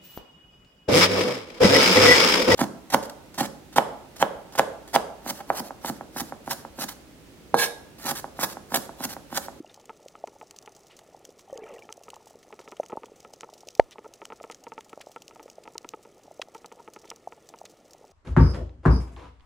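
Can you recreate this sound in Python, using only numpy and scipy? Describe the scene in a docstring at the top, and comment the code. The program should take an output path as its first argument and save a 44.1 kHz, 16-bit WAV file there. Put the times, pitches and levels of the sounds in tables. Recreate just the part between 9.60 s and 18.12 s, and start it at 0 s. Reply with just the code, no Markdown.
"""Shallow rocks among feeding fish; a small camera in a sealed housing lies there, one microphone for both
channels. From the start a far wash (shaped noise) and far shrimp (random clicks with echoes) lie under fish
pops and bubbles (short tones), rasping teeth (noise bursts) and near snaps; from 0.3 s a loose part chatters
(blows ring the housing). At 1.9 s a burst of air gurgles (a crowd of bubble tones); at 3.3 s two low pops
sound, and at 4.2 s one knock (swelling tones) overloads the input; four short pops follow near 5.4 s, and pops
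and snaps run on towards the end."""
import sys
import numpy as np
from scipy import signal
from scipy.fft import rfft, irfft
from scipy.io import wavfile
from scipy.ndimage import uniform_filter1d

SR = 44100
rng = np.random.default_rng(int(sys.argv[2]) if len(sys.argv) > 2 else 0)


def pcm_store(signal):
    """Save signal as 16-bit PCM."""
    levels = np.round(np.clip(np.atleast_2d(signal), -1, 1) * 32767)
    wavfile.write(sys.argv[1], SR, levels.astype(np.int16).T)


N = 375732

# Event levels are peaks against full scale as each grain is mixed, ahead of the housing wall and the input;
# rasp levels are RMS.
# far wash of surf and countless snaps, spectrum: (frequency [Hz], relative level [dB])
WASH_SPECTRUM = [(12, -48), (20, -15.5), (195, -3), (273, -4), (428, 2), (729, -3), (1020, -12.5),
                 (1320, -8), (1560, -13), (4160, -21.5), (6170, -24.5), (10500, -27), (11800, -36.5),
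                 (15200, -29.5), (16500, -60)]
# sound of a shrimp snap, filter: (frequency [Hz], gain [dB])
SNAP_SPECTRUM = [(880, -49), (1500, -29.5), (1830, -14), (2940, -3.5), (3480, -10), (4050, -3.5),
                 (4710, -3.5), (6110, -0.5), (8260, -9.5), (8860, -18), (10500, -11.5), (11700, -39),
                 (13900, -11), (16500, -30.5)]
# far shrimp colonies: (echo decay by 60 dB [s], centre frequency [Hz])
COLONIES = [(.01, 10970), (.015, 7530), (.03, 12060), (.04, 5000), (.06, 8000), (.09, 5950)]
# near fish, swim-bladder pops: (time [s], level [dB], pitch [Hz])
FISH_POPS = [(0.001, -29.5, 308), (0.045, -36, 670), (0.175, -41.5, 820), (0.46, -34, 540),
             (0.639, -21.5, 670), (0.762, -41.5, 715), (0.829, -36, 715), (1.546, -35.5, 720),
             (1.689, -38.5, 458), (1.898, -38, 654), (2.377, -38, 604), (2.412, -41, 640),
             (2.533, -33, 890), (2.565, -35.5, 920), (2.669, -40, 810), (2.707, -41.5, 660),
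             (2.754, -39.5, 450), (2.905, -40, 900), (3.198, -15.5, 603), (3.327, -25.5, 905),
             (3.355, -33, 574), (3.371, -23, 880), (3.42, -43, 423), (3.517, -38.5, 430), (3.735, -37, 650),
             (3.89, -36.5, 950), (3.929, -38, 636), (4.032, -39.5, 776), (4.069, -39.5, 480),
             (4.081, -38.5, 574), (4.357, -37.5, 900), (4.463, -34.5, 540), (4.81, -33, 617),
             (7.171, -45, 595), (5.765, -40.5, 706), (5.858, -35.5, 500), (5.982, -33, 604),
             (6.68, -40, 656), (6.711, -36, 650), (6.795, -26, 585), (6.884, -39.5, 655),
             (7.673, -24.5, 726), (8.014, -31.5, 716), (8.04, -39, 610), (8.137, -44.5, 620),
             (8.21, -49.5, 614), (8.3475, -42, 710), (8.411, -44.5, 506), (8.442, -40.5, 810)]
# single bubbles, plus two tones of the housing ringing near 2 s (920 Hz and 1310 Hz): (time [s], level [dB],
# starting pitch [Hz])
SINGLE_BUBBLES = [(0.0638, -49, 2820), (0.0967, -46.5, 3650), (1.3109, -49.5, 2950), (1.878, -48, 780),
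                  (1.977, -49, 920), (2.066, -44, 1310), (1.927, -29, 543), (1.956, -35.5, 470),
                  (1.985, -35.5, 443), (2.02, -37.5, 423), (2.0358, -43, 2330), (2.036, -37, 433),
                  (2.053, -46, 660), (2.0652, -47, 2440), (2.066, -45, 650), (2.091, -42, 597),
                  (2.106, -38.5, 543), (2.134, -36.5, 462), (2.148, -46, 412), (2.16, -45, 1940),
                  (2.169, -47, 617), (2.1839, -45, 2790), (2.2223, -41, 2340)]
# scratchy bursts, as of fish grazing the rock: (time [s], length [s], level [dB], centre frequency [Hz])
GRAZING = [(0.092, 0.042, -62.5, 3250), (1.297, 0.072, -60.5, 2720), (4.315, 0.029, -52.5, 3570),
           (4.918, 0.011, -47.5, 4500), (5.407, 0.021, -49, 2840), (6.035, 0.011, -55.5, 5220),
           (6.8156, 0.01, -32.5, 2800), (6.966, 0.0093, -60, 5030), (8.051, 0.018, -50.5, 4160)]
# near shrimp: (time [s], level [dB], gain of an added 1.1-4.3 kHz part [dB])
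NEAR_SNAPS = [(0.1424, -34, -4.5), (0.197, -46, 5), (0.255, -40.5, -4), (0.483, -34, -30),
              (0.6729, -36, -7), (0.909, -32.5, -5), (0.962, -40, -19), (0.9868, -28, -7),
              (1.0246, -42, -6), (1.0594, -39, -5), (1.12, -45, -12), (1.1494, -43, -9), (1.164, -40, -7),
              (1.2676, -44.5, -14), (1.366, -41, -14), (1.3898, -38, 3), (1.651, -31.5, -6),
              (1.792, -40, 2), (1.975, -28.5, -11), (2.138, -44, 0), (2.1908, -44.5, -6),
              (2.3253, -24.5, -7), (2.4347, -38, -8), (2.5024, -30, -10), (2.541, -37, 2), (2.558, -39, -9),
              (2.672, -44, 0), (2.8292, -44, 17), (3.0117, -43, 11), (3.1152, -37, -2), (3.167, -40, 7),
              (3.261, -35.5, -3), (3.301, -44, 5), (3.4573, -38, -1), (3.558, -49, 0), (3.603, -35.5, -17),
              (3.735, -34.5, -7), (3.808, -27, -2.5), (3.9365, -39.5, -28), (4.072, -39, -13),
              (4.086, -25, -22), (4.151, -31, -34), (4.1953, -48, 27), (4.3095, -38.5, -3),
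              (4.5372, -33, -10), (4.653, -25.5, -8), (4.829, -40.5, 1), (4.913, -28, -2),
              (4.9456, -32, -6), (5.0381, -39.5, -8), (5.2072, -36, 3.5), (5.245, -45, -2),
              (5.2938, -42.5, 1), (5.4126, -35, -2), (5.5154, -44, -4), (5.62, -34.5, -18),
              (5.68, -29, -13), (5.828, -42.5, -6), (5.8993, -33.5, -42), (6.18, -17.5, -20),
              (6.2896, -24, -23), (6.634, -43.5, -30), (6.818, -40, 14), (6.946, -41, 1),
              (7.0592, -32, -11), (7.1226, -39, 1), (7.335, -38.5, -8), (7.4748, -45, 14),
              (7.502, -22.5, -39), (7.5597, -39.5, -13), (7.889, -34.5, -5), (7.987, -38, -34),
              (8.0533, -33, -7), (8.0957, -48, -19), (8.308, -42, -11), (8.3332, -36.5, -4)]
# loose part of the housing: (time [s], level [dB], chatter gain ahead of REBOUND_DB [dB], chatter end [ms])
LOOSE_PART = [(0.2946, -27, 5, 14.2), (0.5536, -32, -4, 6), (0.674, -31, 6, 11), (0.8133, -30.5, 1.5, 12),
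              (1.076, -30, 3.5, 10), (2.291, -29, 1.5, 24), (2.483, -31.5, 5, 8), (2.9271, -29.5, 3.5, 14),
              (2.9915, -31.5, 5, 14), (3.0774, -29.5, 4, 11), (3.1215, -29, 5, 14), (3.233, -30.5, 5, 7.4),
              (3.2985, -33.5, 6, 11.4), (3.321, -29, 12, 18), (3.434, -30, 6, 11), (3.649, -31.5, 5, 10.6),
              (3.833, -26.5, 1.5, 14.5), (4.3835, -30, 11, 9.1), (4.445, -33.5, 12, 17),
              (4.6176, -28, 5.5, 13), (4.7027, -30.5, 3.5, 13), (4.7225, -26.5, 5.5, 11),
              (4.801, -35.5, 1, 11), (4.84, -27.5, 5, 11.4), (4.8998, -25.5, -2, 14.6),
              (5.068, -29, 4.5, 13.3), (5.12, -27, 2, 13.3), (5.1797, -24.5, 0.5, 12),
              (5.3303, -29.5, 12, 7.1), (5.562, -25.5, 1.5, 12), (5.71, -37, -5, 7.3),
              (5.759, -37.5, -8, 8.7), (5.796, -33, 5, 16), (5.8799, -38, 6, 10.6), (6.055, -38.5, 7, 9.6),
              (6.077, -28, -1, 6.3), (6.1518, -28.5, 27, 7.6), (6.246, -28.5, 7, 7), (6.337, -26, 7.5, 8.1),
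              (6.451, -36.5, 13.5, 6.2), (6.9493, -29.5, 8, 14.4), (7.045, -31.5, 4.5, 11),
              (7.1174, -33.5, 6.5, 10), (7.1894, -36.5, 14, 16), (7.2773, -31, 10.5, 9.7),
              (7.3627, -30, 7, 9.4), (7.4439, -37.5, 10, 12.5), (7.515, -26, 1.5, 11.6),
              (7.7235, -31, 3.5, 10), (7.939, -32, 6.5, 9.8)]
# modes of the housing: (frequency [Hz], first contact gain [dB], chatter gain [dB], decay by 60 dB [s])
HOUSING_MODES = [(452, 1.5, 8, 0.0071), (908, 4, 0.5, 0.023), (1293, 6.5, -5, 0.021),
                 (2160, 17, -2, 0.0016)]
# two low pops, one knock (three tones) and four short pops: (time [s], level [dB], pitch [Hz], decay by 60 dB
# [s], rise [s])
LOW_POPS_AND_KNOCK = [(3.3302, -25.5, 407, 0.0053, 0.0028), (3.3727, -27.5, 420, 0.0047, 0.0031),
                      (4.1949, -11, 700, .005, .001), (4.1954, 3.5, 600, .0058, .0028), (4.1965, -24, 2800, .005, .0004),
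                      (5.3756, -31.5, 587, 0.011, 0.00089), (5.404, -36.5, 647, 0.011, .0012),
                      (5.470, -32, 580, 0.01, 0.00096), (5.495, -40.5, 597, .007, 0.0019)]
# input hiss, spectrum: (frequency [Hz], relative level [dB])
HISS_SPECTRUM = [(20, -10.0), (150, 0.5), (500, -6), (2000, -23.5), (6000, -15.0), (16000, -23.5)]

WASH_DB, FLICKER_DB = -59.5, 0.8  # RMS ahead of the flicker; flicker spread
CLUSTER_DB = 4  # spread of a colony's flurries
POP_RISE_CYCLES, POP_FADE_CYCLES = 1.47, 10.3  # in cycles of the pop's pitch; the fade holds at -20 dB
POP_FADE_PER_DB = .2  # weak pops die sooner: dB of fade length per dB of level
BUBBLE_T60_S, BUBBLE_SLOPE = 0.052, 0.6  # ring at 1 kHz; smaller bubbles fade sooner by this power of pitch
# rock echoes of a near snap: loud ones are dry, weaker ones from further off trail longer
TAIL_S, TAIL_AT_DB, TAIL_GROWTH_PER_DB, TAIL_SCATTER = 0.043, -36.5, 0.15, 0.28
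SMALL_BRIGHT_PER_DB = 0.8  # smaller shrimp snap weaker and brighter
CHATTER_HZ, CHATTER_START_S, REBOUND_DB = 452, .0027, -5
GURGLE_START_S, GURGLE_END_S, GURGLE_T60_S = 1.88, 2.27, .035  # a burst of air breaks up nearby
DEAD_HZ = 1560  # the housing wall passes little here
HISS_DB, TOP_HZ = -80, 16000


def undb(db):
    """Amplitude ratio of a level in dB."""
    return 10 ** (np.asarray(db) / 20)


def level(x, db):
    """Bring a sound to an RMS level in dB."""
    return x * undb(db) / np.sqrt(np.mean(x ** 2))


def sos(order, hz, kind):
    """Butterworth filter sections."""
    return signal.butter(order, hz, kind, fs=SR, output="sos")


def colour(x, table):
    """Causal filter with the spectrum of a (Hz, dB) table, from the folded cepstrum."""
    hz, db = np.transpose(table)
    grid = np.arange(1, 1026) * SR / 2048
    cepstrum = irfft(np.log(undb(np.interp(np.log(grid), np.log(hz), db))))
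    cepstrum[1:1024] *= 2
    cepstrum[1025:] = 0
    impulse = irfft(np.exp(rfft(cepstrum)))
    return signal.fftconvolve(x, impulse)[:len(x)]


def ring(x, hz, t60):
    """One mode, set ringing by x and losing 60 dB in t60 seconds."""
    pole = np.exp(2j * np.pi * hz / SR - np.log(1000) / (t60 * SR))
    return signal.lfilter([1], [1, -pole], x).imag


def housing_rings(x, second_db, second_t60, third_db, third_t60):
    """Add the housing's second and third modes, faintly excited by x."""
    second = undb(second_db) * ring(x, HOUSING_MODES[1][0], second_t60)
    third = undb(third_db) * ring(x, HOUSING_MODES[2][0], third_t60)
    return x + second + third


def add(out, s, grain, db):
    """Mix a grain in at time s with the given peak."""
    i = int(max(s, 0) * SR)
    out[i:i + len(grain)] += (grain * undb(db) / np.abs(grain).max())[:N - i]


def blip(hz, rise, t60, glide=0.):
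    """A short tone: smooth swell, exponential fade; the pitch changes by the fraction glide per t60."""
    t = np.arange(int((rise + t60) * SR)) / SR
    swell = np.sin(np.pi / 2 * np.clip(t / rise, 0, 1)) ** 2
    fade = undb(-60 * np.clip(t - rise, 0, None) / t60)
    return -swell * fade * np.sin(2 * np.pi * hz * (t + glide * t ** 2 / (2 * t60)))


def wander(rate):
    """Random levels held 1 / rate s and slewed."""
    k = int(SR / rate)
    return uniform_filter1d(np.repeat(rng.standard_normal(N // k + 1), k), k)[:N]


def snap(noise, t60):
    """A weak click as the claw shuts, the collapse of its bubble with close rock echoes, and a fading tail."""
    t = np.arange(len(noise)) / SR - .0007  # the bubble collapses at zero
    echoes = np.exp(-t / (.0005 + .03 * t60)) + undb(-12 - 60 * t / t60)
    grain = noise * np.where(t > 0, echoes, .12)
    grain[0], grain[np.argmax(t > 0)] = -1.2, 4.0
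    return grain


def sea():
    """Far wash of surf and countless snaps: shaped noise whose low and high parts flicker on their own."""
    wash = level(colour(rng.standard_normal(N), WASH_SPECTRUM), WASH_DB)
    low = signal.sosfiltfilt(sos(2, 900, "low"), wash)
    return sum(part * undb(FLICKER_DB * wander(28)) for part in (low, wash - low))


def far_shrimp():
    """Distant colonies: random clicks, each colony with its own echo pattern and colour."""
    far = 0
    for t60, hz in COLONIES:
        clicks = np.zeros(N)
        clicks[rng.integers(0, N, size=380)] = undb(np.minimum(7.0 * rng.exponential(size=380), 17))
        clicks *= undb(CLUSTER_DB * wander(5.8))  # a colony snaps in flurries
        band = sos(1, [0.43 * hz, 1.7 * hz], "band")
        echo = signal.sosfilt(band, snap(rng.standard_normal(3000), t60))
        far = far + signal.fftconvolve(clicks, echo)[:N]
    bright = signal.sosfilt(sos(1, 9000, "high"), far)
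    return level(colour(far + undb(13.0) * bright, SNAP_SPECTRUM), -66.5)


def far_fish():
    """Distant fish: weak pops of scattered pitch."""
    out = np.zeros(N)
    for when, pitch, strength in rng.random((600, 3)):
        add(out, when * N / SR, blip(300 * 3 ** pitch, .002, .013), -54 - 3.5 * np.log(strength + .12))
    return out


def stray_bubbles():
    """Tiny bubbles all around, each ringing briefly and gliding up."""
    out = np.zeros(N)
    for when, pitch, strength in rng.random((200, 3)):
        grain = blip(1000 * 3.6 ** pitch, .001, .012, glide=.1)
        add(out, when * N / SR, grain, -64 - 3 * np.log(strength + .05))
    return out


def fish_pops():
    """Swim-bladder pops that swell over about a cycle and a half, then die away."""
    out = np.zeros(N)
    for s, db, hz in FISH_POPS:
        fade = POP_FADE_CYCLES / hz * undb(POP_FADE_PER_DB * (db + 20))
        add(out, s, blip(hz, POP_RISE_CYCLES / hz, fade), db)
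    return out


def single_bubbles():
    """Each bubble rings at its size and glides down a little; two tones near 2 s are the housing ringing at
    about 0.9 and 1.3 kHz."""
    out = np.zeros(N)
    for s, db, hz in SINGLE_BUBBLES:
        t60 = BUBBLE_T60_S * (1000 / hz) ** BUBBLE_SLOPE
        add(out, s, blip(hz, 0.88 / hz, t60, glide=-0.034), db)
    return out


def rasps():
    """Teeth scrape in a run of uneven clicks: band-passed noise in steps of random strength."""
    out = np.zeros(N)
    for s, length, db, hz in GRAZING:
        n, i = int(length * SR), int(s * SR)
        strength = undb(1.0 * rng.exponential(size=n // 30 + 1)).repeat(30)[:n]
        clicks = rng.standard_normal(n) * strength
        scrape = signal.sosfilt(sos(2, [0.33 * hz, 1.33 * hz], "band"), clicks)
        shape = np.hanning(n) ** 0.25 * undb(np.linspace(0, -16, n))
        out[i:i + n] += level(scrape * shape, db)
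    return out


def near_shrimp():
    """Near snaps at their own moments, the weaker ones brighter and longer in their rock echoes."""
    out = np.zeros(N)
    low_band, top = sos(2, [1100, 4300], "band"), sos(1, 9000, "high")
    for s, db, low_db in NEAR_SNAPS:
        scatter = TAIL_SCATTER * rng.standard_normal()
        t60 = TAIL_S * np.exp(TAIL_GROWTH_PER_DB * (TAIL_AT_DB - db) + scatter)
        raw = snap(rng.standard_normal(2600), t60)
        raw = raw + (undb(SMALL_BRIGHT_PER_DB * (-33 - db)) - 1) * signal.sosfilt(top, raw)
        low = undb(low_db) * signal.sosfilt(low_band, raw)
        add(out, s, colour(raw, SNAP_SPECTRUM) + low, db)
    return out


def taps():
    """A loose part strikes once firmly, then in a few uneven rebounds, all ringing the housing."""
    out, contact = np.zeros(N), sos(3, [240, 3000], "band")
    for s, db, chatter_db, length_ms in LOOSE_PART:
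        tick, chatter = np.zeros(2600), np.zeros(2600)
        tick[0] = -1
        spacing = np.arange(7) / CHATTER_HZ * (1 + 0.037 * rng.standard_normal())
        at = (CHATTER_START_S + spacing + 0.00026 * rng.standard_normal(7)) * SR
        strength = undb(chatter_db + REBOUND_DB + 2.5 * rng.standard_normal(7))
        chatter[at.astype(int)] = strength * np.clip(length_ms - 1000 * at / SR, 0, 1)
        chatter = np.convolve(chatter, np.hanning(18) / 8.5)[:2600]  # rebounds are softer
        # each blow lands a little differently and favours other modes
        detune = 1 + .015 * rng.standard_normal(4)
        favour = undb(2.2 * rng.standard_normal(4))
        grain = 0
        for (hz, tick_db, mode_chatter_db, t60), d, g in zip(HOUSING_MODES, detune, favour):
            blows = undb(tick_db) * tick + undb(mode_chatter_db) * chatter
            grain = grain + g * ring(blows, d * hz, t60)
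        add(out, s, signal.sosfilt(contact, grain), db)
    return out


def gurgle():
    """A burst of air breaks up into a crowd of bubbles, densest midway, each gliding up."""
    out = np.zeros(N)
    for early, pitch, strength, late in rng.random((280, 4)):
        hz = 400 * 8 ** pitch ** 1.216
        s = np.interp((early + late) / 2, (0, 1), (GURGLE_START_S, GURGLE_END_S))
        add(out, s, blip(hz, 2 / hz, GURGLE_T60_S, glide=0.054), -52 - 9 * pitch + 5 * strength)
    return out


def low_pops_and_knock():
    """Two low pops, a knock and four short pops: low tones that swell and fade, the knock beyond full scale."""
    out = np.zeros(N)
    for s, db, hz, t60, rise in LOW_POPS_AND_KNOCK:
        add(out, s, blip(hz, rise, t60), db)
    return out


def scene():
    """All but the fish calls and knocks pass the notch of the housing wall; both channels are alike."""
    bubbles = housing_rings(stray_bubbles() + single_bubbles() + gurgle(), -43.0, .06, -55, 0.051)
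    fish = housing_rings(far_fish() + fish_pops() + low_pops_and_knock(), -44, 0.04, -45.5, 0.03)
    water = sea() + far_shrimp() + bubbles + rasps() + near_shrimp() + taps()
    through_wall = signal.lfilter(*signal.iirnotch(DEAD_HZ, 7.0, fs=SR), water)
    return np.tile(through_wall + fish, (2, 1))


def record(dry):
    """Hard clipping, hiss of opposite sign in the channels, a drift after overload that parts them, top cut."""
    hiss = level(colour(rng.standard_normal(N), HISS_SPECTRUM), HISS_DB)
    over = np.maximum(dry[0] - 1, 0)
    smeared = uniform_filter1d(over, 50, origin=24)  # looks back only
    drift = signal.sosfilt(sos(1, [9, 70], "band"), smeared)
    wet = np.clip(dry, -1, 1) + np.outer([1, -1], hiss) + np.outer([2.1, -2.4], drift)
    top_cut = signal.ellip(8, .2, 45, TOP_HZ, fs=SR, output="sos")
    return np.clip(signal.sosfilt(top_cut, wet), -1, 1)


dry = scene()
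out = record(dry)
pcm_store(out)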